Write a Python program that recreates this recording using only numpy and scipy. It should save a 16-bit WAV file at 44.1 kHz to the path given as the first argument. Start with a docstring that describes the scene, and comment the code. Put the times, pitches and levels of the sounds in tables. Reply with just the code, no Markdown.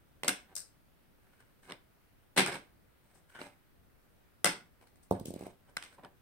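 """Hard plastic caps, lifted from a rack by hand, drop on a plastic plate lying on a cardboard box.
Each contact rings cap, plate and box and ticks at the edge; rims scrape in grains, skin hisses along.
Something bumps and drags the camera stand, which thumps and rings. A small room answers.
The camera's two microphone ports differ in treble, over room murmur and their own hiss."""
import sys
import numpy as np
from scipy import signal
from scipy.fft import rfft
from scipy.io import wavfile
from scipy.ndimage import uniform_filter1d

SR = 44100
rng = np.random.default_rng(int(sys.argv[2]) if len(sys.argv) > 2 else 0)


def bounce(signal):
    """Save signal as a 16-bit WAV file at the path given by the first command-line argument."""
    frames = np.transpose(np.atleast_2d(signal))
    limited = np.clip(frames, -1, 1)
    pcm = np.round(limited * 32767).astype(np.int16)
    wavfile.write(sys.argv[1], SR, pcm)


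N = 273861

# cap contacts, a few of them the quick echo of the hit before
# (time [s], cap ring [dB], hollow ring [dB], edge tick [dB], box thud [dB], contact [ms])
CONTACTS = [(0.2343, -25, -45, -14, -31, 1.1), (0.246, -33, -65, -35, -27, .8),
            (0.2814, -14, -23, 1, -25.5, 2.3), (0.2909, -18, -29, -5.5, -23.5, 1.9),
            (0.5541, -62, -64, -14, -57, 1.2), (0.5645, -54, -55, -11, -70, .8),
            (0.5676, -60, -46, -20, -69, .55), (0.5743, -50, -66, -28, -63, .8),
            (0.5817, -60, -75, -18, -65, .5), (0.6036, -60, -72, -24, -63, .9),
            (0.6172, -65, -76, -31, -75, .55), (1.3352, -63, -64, -53, -60, .5),
            (1.4055, -64, -56, -50, -61, .4), (1.6998, -40, -57, -36, -37, .4),
            (1.7082, -37, -52, -40, -38, 1.2), (1.7215, -29, -48, -32, -38, .5),
            (2.3647, -30.5, -46, -19, -32, 3), (2.3739, -20, -42, -12.5, -31, 1.9),
            (2.379, -12, -40, -2, -19, .55), (2.3865, -15, -38, -17, -25, .85),
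            (2.3948, -16, -30, -9, -23, .4), (2.405, -25, -43, -12, -23, .7),
            (2.4169, -27, -39, -22, -29, .4), (2.4623, -28, -30, -13, -38, .55),
            (2.527, -32, -54, -36, -36, .6), (2.542, -36, -54, -24, -48, 2.2),
            (2.5554, -40, -58, -32, -38, .55), (3.113, -70, -87, -49, -63, .75),
            (3.155, -69, -76, -48, -56, 2.3), (3.35, -57, -54, -48, -47, .7),
            (3.3908, -55, -54, -46, -42, .4), (3.415, -36, -40, -29, -33, .8),
            (3.4413, -50, -64, -43, -55, .8), (3.464, -60, -70, -44, -60, .6),
            (4.4448, -13.5, -23, 1, -22, .9), (4.4551, -21, -30, -24, -41, 1),
            (4.462, -18, -30, -15, -27, .8), (4.8127, -60, -68, -50, -56, 1),
            (4.8262, -60, -81, -50, -55, .7), (4.8714, -58, -73, -45, -74, 2),
            (4.958, -62, -89, -45, -67, .7), (5.689, -75, -67, -61, -65, .55),
            (5.6969, -67, -76, -48, -66, .55), (5.7688, -23, -27, -14.5, -51, 1.4),
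            (5.8255, -38, -48, -28, -63, .7), (5.8376, -38, -70, -30, -70, 3),
            (5.849, -44, -68, -37, -73, .5), (5.9277, -64, -59, -60, -66, .8),
            (5.9819, -68, -81, -58, -52, 1.9), (6.0356, -60, -64, -58, -44, 1.7),
            (6.0488, -50, -40, -45, -41, .6)]
# room send of contacts, mostly lowest while the hand covers the rack (start [s], level [dB])
CONTACT_SENDS = [(0, -1), (0.27, -4), (0.5, 1), (1.2, -11), (2.3, 11), (2.377, 0), (3., -8), (4.4, 2.5),
                 (4.7, 0), (5.6, -12), (5.8, -2), (6.043, -18)]
# finger and cap strokes (time [s], rise [s/20 dB], hold [s], fall [s/20 dB],
# cap scrape [dB], hollow rasp [dB], skin hiss [dB], box murmur [dB])
STROKES = [(0.515, .08, .015, .02, -82, -73, -82, -64), (1.25, .05, .25, .1, -86, -84, -85, -83),
           (1.4, .015, .01, .02, -82, -71, -76, -85), (1.632, .015, .045, .03, -74, -73, -68, -70),
           (1.69, .02, .05, .035, -63, -64, -70, -56), (2.47, .02, .01, .1, -47, -52, -53, -46),
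           (2.525, .04, .035, .025, -52, -60, -55, -52), (3.04, .03, .08, .05, -84, -90, -81, -79),
           (3.15, .015, .025, .06, -80, -84, -68, -71), (3.3, .02, .04, .02, -79, -73, -72, -80),
           (3.352, .012, .04, .025, -72, -57, -68, -65), (3.405, .015, .05, .07, -58, -70, -60, -55),
           (4.812, .004, .015, .04, -76, -90, -76, -66), (5.03, .01, .02, .03, -90, -90, -69, -90),
           (5.125, .01, .03, .08, -74, -68, -70, -70), (5.262, .006, .05, .02, -84, -80, -56, -70),
           (5.41, .12, .07, .06, -67, -100, -66, -60), (5.685, .02, .015, .04, -83, -75, -77, -66),
           (5.79, .02, .07, .1, -64, -84, -69, -80), (5.925, .02, .025, .015, -82, -71, -71, -72),
           (5.982, .01, .015, .03, -90, -90, -84, -58), (6.04, .015, .012, .04, -74, -66, -76, -52)]
# stand jolts, a few of them the quick echo of the hit before
# (time [s], thump [dB], fizz [dB], width [ms])
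JOLTS = [(5.1123, -14.5, -31, .36), (5.1237, -28, -43, .6), (5.1993, -42, -39, .4), (5.2127, -33, -56, .9),
         (5.2577, -37, -31, .55), (5.2718, -45, -46, .8), (5.284, -32, -44, .8), (5.3067, -34, -43, .5),
         (5.3404, -35, -38, .5), (5.3628, -34, -50, .55), (5.3938, -60, -48, .4), (5.4106, -35, -49, .45),
         (5.4265, -37, -51, .45), (5.4372, -42, -50, .6), (5.4678, -35, -46, .38)]
# modes (frequency [Hz], level [dB], t60 [s])
CAP_MODES = [(1150, -5, .007), (1650, -3, .006), (2080, 0, .012), (2500, -2, .009), (3000, -3, .007),
             (3520, -3, .007), (4150, -4, .008), (4750, -5, .007), (5250, -5, .01)]  # heavily damped walls
HOLLOW_MODES = [(1500, 0, .01), (2920, -13, .015)]  # air in the cap
RIM_MODES = [(4150, -8, .012), (5200, 0, .016)]
BOX_MODES = [(205.9, -3.5, 0.074), (280, -1, 0.07), (384.2, 4.5, 0.042), (483, 1, 0.03), (590, 4, 0.038),
             (756, 6, 0.027), (926, 13, 0.009)]  # plate and box together
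STAND_MODES = [(60, -9, 0.21), (113.7, 2.5, 0.13), (193.6, -6, 0.16), (264, 4, 0.031), (450, -24, 0.079),
               (606, -5.5, 0.076), (716, -8, 0.13), (730, -15.5, 0.38), (890, -8.5, 0.14)]
# room decay (frequency [Hz], t60 [s])
ROOM_T60 = [(100, 0.44), (400, .3), (1500, 0.3), (5000, .26), (10000, 0.21), (16000, .2)]
# echoes off box top and walls (delay [ms], level [dB])
EARLY_ECHOES = [(1.6, -5.5), (11.3, -6.5), (17., -13.5)]
# left-right likeness (frequency [Hz], coherence [0..1])
ROOM_COHERENCE = [(100, 1), (250, 0.96), (450, 1), (800, 0), (1300, 0.11), (16000, 0.39)]
HISS_COHERENCE = [(20, .1), (300, 0.048), (1200, 0.1), (16000, 0.017)]
# microphone port responses (frequency [Hz], gain [dB])
LEFT_PORT = [(30, -34.5), (60, -11), (150, -2.5), (2500, 4.5), (4000, 6), (5900, -4.5), (7300, 1.5),
             (8300, 13), (9500, 7), (10500, 0), (13000, -6.5), (16000, -23.5)]
RIGHT_PORT = [(30, -30), (60, -12), (150, -1.5), (1600, 4.5), (3000, 6), (5000, 3.5), (6500, 2.5),
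              (7800, -31), (9500, -2.5), (12000, -35.5), (13300, 0), (16000, -22.5)]
# noise floor (frequency [Hz], relative density [dB])
HISS_SPECTRUM = [(12, -62), (20, -6), (53, -1), (182, -7.5), (216, -10), (248, -9), (357, -12.5),
                 (422, -13.5), (1000, -19.5), (1090, -20), (1400, -19), (7310, -35.5), (14700, -28.5),
                 (16000, -26.5)]
# noise balance (frequency [Hz], left minus right [dB])
HISS_BALANCE = [(20, 1), (5000, -0.5), (7000, -2), (8300, 10.5), (10500, 4), (12000, 1.5), (16000, -2)]


def cap_knocks(size=3072):
    """Each contact rings the cap, ticks at its edge and pushes plate and box. Returns direct, send."""
    direct, send = np.zeros((2, 2, N))
    impulse = np.tile(signal.unit_impulse(size), (2, 1))
    tick = highpass(highpass(impulse, hz=4600), hz=4600)
    start_s, send_db = np.transpose(CONTACT_SENDS)
    for time_s, cap_db, hollow_db, tick_db, box_db, contact_ms in CONTACTS:
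        blow = click_burst(contact_ms)
        parts = (cap_db, CAP_MODES), (hollow_db, HOLLOW_MODES), (box_db, BOX_MODES)
        body = sum(gain(db) * ring(modes, spread_hz=2500, size=size) for db, modes in parts)
        body = highpass(body, hz=135)  # keeps the knock free of deep bass
        edge = gain(tick_db) * (tick + gain(-27) * ring(RIM_MODES, spread_hz=2600, size=size))
        knock = signal.fftconvolve(body, blow[:1], axes=1) + signal.fftconvolve(edge, blow, axes=1)
        add(direct, time_s - contact_ms / 1000, knock)
        # room send is not coloured by the burst
        add(send, time_s, gain(send_db[start_s <= time_s][-1]) * (body + edge))
    return direct, send


def click_burst(swell_ms, size=1024):
    """A sharp click inside a short noise burst that swells and fades; unit energy."""
    age = np.arange(size) / SR * 1000 / swell_ms
    burst = rng.standard_normal((2, size)) * age * np.exp(1 - age)
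    burst[:, round(swell_ms * SR / 1000)] = 2.5
    return burst / np.linalg.norm(burst, axis=1, keepdims=True)


def ring(modes, spread_hz, size=4096):
    """Struck body: modes vary by contact point; phase between ports spreads with pitch. Unit peak."""
    hz, db, t60_s = np.transpose(modes)[..., None]
    t = np.arange(size) / SR
    detune, strength, skew = rng.standard_normal((3, len(hz), 1))
    phase = 2 * np.pi * hz * (1 + .03 * detune) * t
    envelope = gain(db + 2.5 * strength - 60 * t / t60_s)
    out = np.array([(envelope * np.sin(phase + side * skew * hz / spread_hz)).sum(0) for side in (-1, 1)])
    return out / abs(out).max()


def rubs(grains_per_s=4000, grip_db=1.8, grip_s=.015):
    """Ridged rims slip in uneven grains that ring cap and box; skin hisses; grip pressure wavers."""
    sizes = gain(3 * np.minimum(rng.exponential(1, N), 4))
    grains = rng.standard_normal((2, N)) * sizes * (rng.random(N) < grains_per_s / SR)
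    soft = uniform_filter1d(grains[:1], size=7)  # skin blunts each slip
    cap, hollow, box = (scrape(soft, modes) for modes in (CAP_MODES, HOLLOW_MODES, BOX_MODES))
    skin = unit_rms(highpass(.5 * unit_rms(grains) + rng.standard_normal((2, N)), hz=5000))
    waver = unit_rms(uniform_filter1d(rng.standard_normal(N), size=round(grip_s * SR)))
    t, levels = np.arange(N) / SR, np.zeros((4, N))
    for time_s, rise_s, hold_s, fall_s, *layer_db in STROKES:
        fade_db = -20 * np.maximum((time_s - t) / rise_s, (t - time_s - hold_s) / fall_s).clip(0)
        levels += gain(layer_db)[:, None] * gain(fade_db)
    return gain(grip_db * waver) * sum(level * x for level, x in zip(levels, (cap, hollow, skin, box)))


def scrape(grains, modes, spots=3):
    """Grains land on random spots, each ringing the body its own way."""
    spot, out = rng.integers(0, spots, N), np.zeros((2, N))
    for k in range(spots):
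        response = ring(modes, spread_hz=1760, size=2048)
        out += signal.oaconvolve(grains * (spot == k), response, axes=1)[:, :N]
    return unit_rms(out)


def stand_bumps(half_size=400, skew_ms=.12, fizz_ms=2, ring_growth=1.3):
    """Each jolt dips, then pushes, right port first; the stand rings on. Returns thumps, fizz."""
    thumps, fizz = np.zeros((2, 2, N))
    t_ms = np.arange(-half_size, half_size) / SR * 1000
    side = np.array([[-1], [1]])
    for time_s, thump_db, fizz_db, width_ms in JOLTS:
        start_s = time_s - half_size / SR
        age = (t_ms + side * skew_ms) / width_ms
        jolt = (age + .45) * np.exp(.5 - age ** 2 / 2) * gain(1.2 * side)
        add(thumps, start_s, gain(thump_db) * jolt)
        ringing = signal.fftconvolve(ring(STAND_MODES, spread_hz=9000), jolt[:1], axes=1)
        ring_db = ring_growth * thump_db - .5  # hard jolts ring more than in proportion
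        add(thumps, start_s, gain(ring_db) * ringing / abs(ringing).max())
        puff = highpass(rng.standard_normal(age.shape), hz=2700) * np.exp(-(t_ms / fizz_ms) ** 2 / 2)
        add(fizz, start_s, gain(fizz_db) * puff / abs(puff).max())
    return thumps, fizz


def room(send, tails=3, crossfade_hz=2.65, build_s=.008):
    """Early echoes, then a dense tail dying band by band; successive sounds meet different tails."""
    out, phase = np.zeros((2, N)), 2 * np.pi * crossfade_hz * np.arange(N) / SR
    for k in range(tails):
        hz, t, noise = signal.stft(rng.standard_normal((2, SR // 2)), SR, nperseg=256)
        decay = gain(-60 * t / curve(ROOM_T60, hz)[:, None])
        tail = signal.istft(stereo_pair(*noise, ROOM_COHERENCE, hz) * decay, SR, nperseg=256)[1]
        tail *= 1 - np.exp(-(np.arange(tail.shape[1]) / SR / build_s) ** 2)
        tail *= gain(-3.5) / np.linalg.norm(tail[0])
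        for delay_ms, db in EARLY_ECHOES:
            add(tail, delay_ms / 1000, gain(db) * click_burst(swell_ms=.5))  # rough surfaces smear echoes
        share = np.sqrt(2 / tails) * np.cos(phase + k * np.pi / tails)
        out += signal.fftconvolve(send * share, tail, axes=1)[:, :N]
    return out


def mic_ports(air):
    """Each port colours the sound as a minimum-phase filter."""
    hz, responses = np.fft.rfftfreq(4096, 1 / SR), []
    for port in LEFT_PORT, RIGHT_PORT:
        db = curve(port, hz)
        log_gain = np.log(gain(np.r_[db, db[-2:0:-1]]))
        spectrum = np.exp(log_gain - 1j * signal.hilbert(log_gain).imag)
        responses.append(np.fft.ifft(spectrum).real[:len(hz)])
    return signal.oaconvolve(air, np.array(responses), axes=1)[:, :N]


def hiss(rms_db=-65.5, flicker_db=.8):
    """Room murmur and microphone noise, nearly unrelated between ports."""
    frames, hz = N // 256 + 5, np.fft.rfftfreq(1024, 1 / SR)
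    re_a, im_a, re_b, im_b, flicker = rng.standard_normal((frames, 513, 5)).T
    flicker = unit_rms(uniform_filter1d(uniform_filter1d(flicker, size=20, axis=0), size=20, axis=1))
    spectra = stereo_pair(re_a + 1j * im_a, re_b + 1j * im_b, HISS_COHERENCE, hz)
    lean_db = curve(HISS_BALANCE, hz)[:, None] / 2
    shape_db = curve(HISS_SPECTRUM, hz)[:, None] + flicker_db * flicker
    spectra *= gain(shape_db + np.array([lean_db, -lean_db]))
    return gain(rms_db) * unit_rms(signal.istft(spectra, nperseg=1024, noverlap=768)[1][:, :N])


def stereo_pair(left, other, coherence, hz):
    """Two independent noise spectra to a partly coherent pair."""
    likeness = curve(coherence, hz)[:, None]
    return np.array([left, likeness * left + np.sqrt(1 - likeness ** 2) * other])


def gain(db):
    """Decibels to amplitude."""
    return 10 ** (np.asarray(db) / 20)


def unit_rms(x):
    """Scale to rms 1."""
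    return x / np.sqrt(np.mean(x ** 2) + 1e-20)


def curve(points, hz):
    """Interpolate a table over log frequency."""
    point_hz, value = np.transpose(points)
    return np.interp(np.log(hz + 1), np.log(point_hz + 1), value)


def highpass(x, hz):
    """Fourth-order high-pass."""
    return signal.sosfilt(signal.butter(4, hz, "high", fs=SR, output="sos"), x)


def add(mix, time_s, sound):
    """Mix a stereo sound in at time_s."""
    part = mix[:, round(time_s * SR):][:, :sound.shape[1]]
    part += sound[:, :part.shape[1]]


def scene():
    """Caps, stand and room through the ports; direct fizz and hiss bypass them."""
    knocks, knock_send = cap_knocks()
    thumps, fizz = stand_bumps()
    rubbing = rubs()
    send = knock_send + gain(-7) * thumps + gain(-5.5) * fizz + gain(-8.5) * rubbing
    return mic_ports(knocks + thumps + rubbing + room(send)) + fizz + hiss()


def record(dry):
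    """Band limit at 15.9 kHz."""
    lowpass = signal.firwin(255, 15900, window=("kaiser", 9), fs=SR)
    return signal.oaconvolve(dry, lowpass[None], "same")


dry = scene()
out = record(dry)
bounce(out)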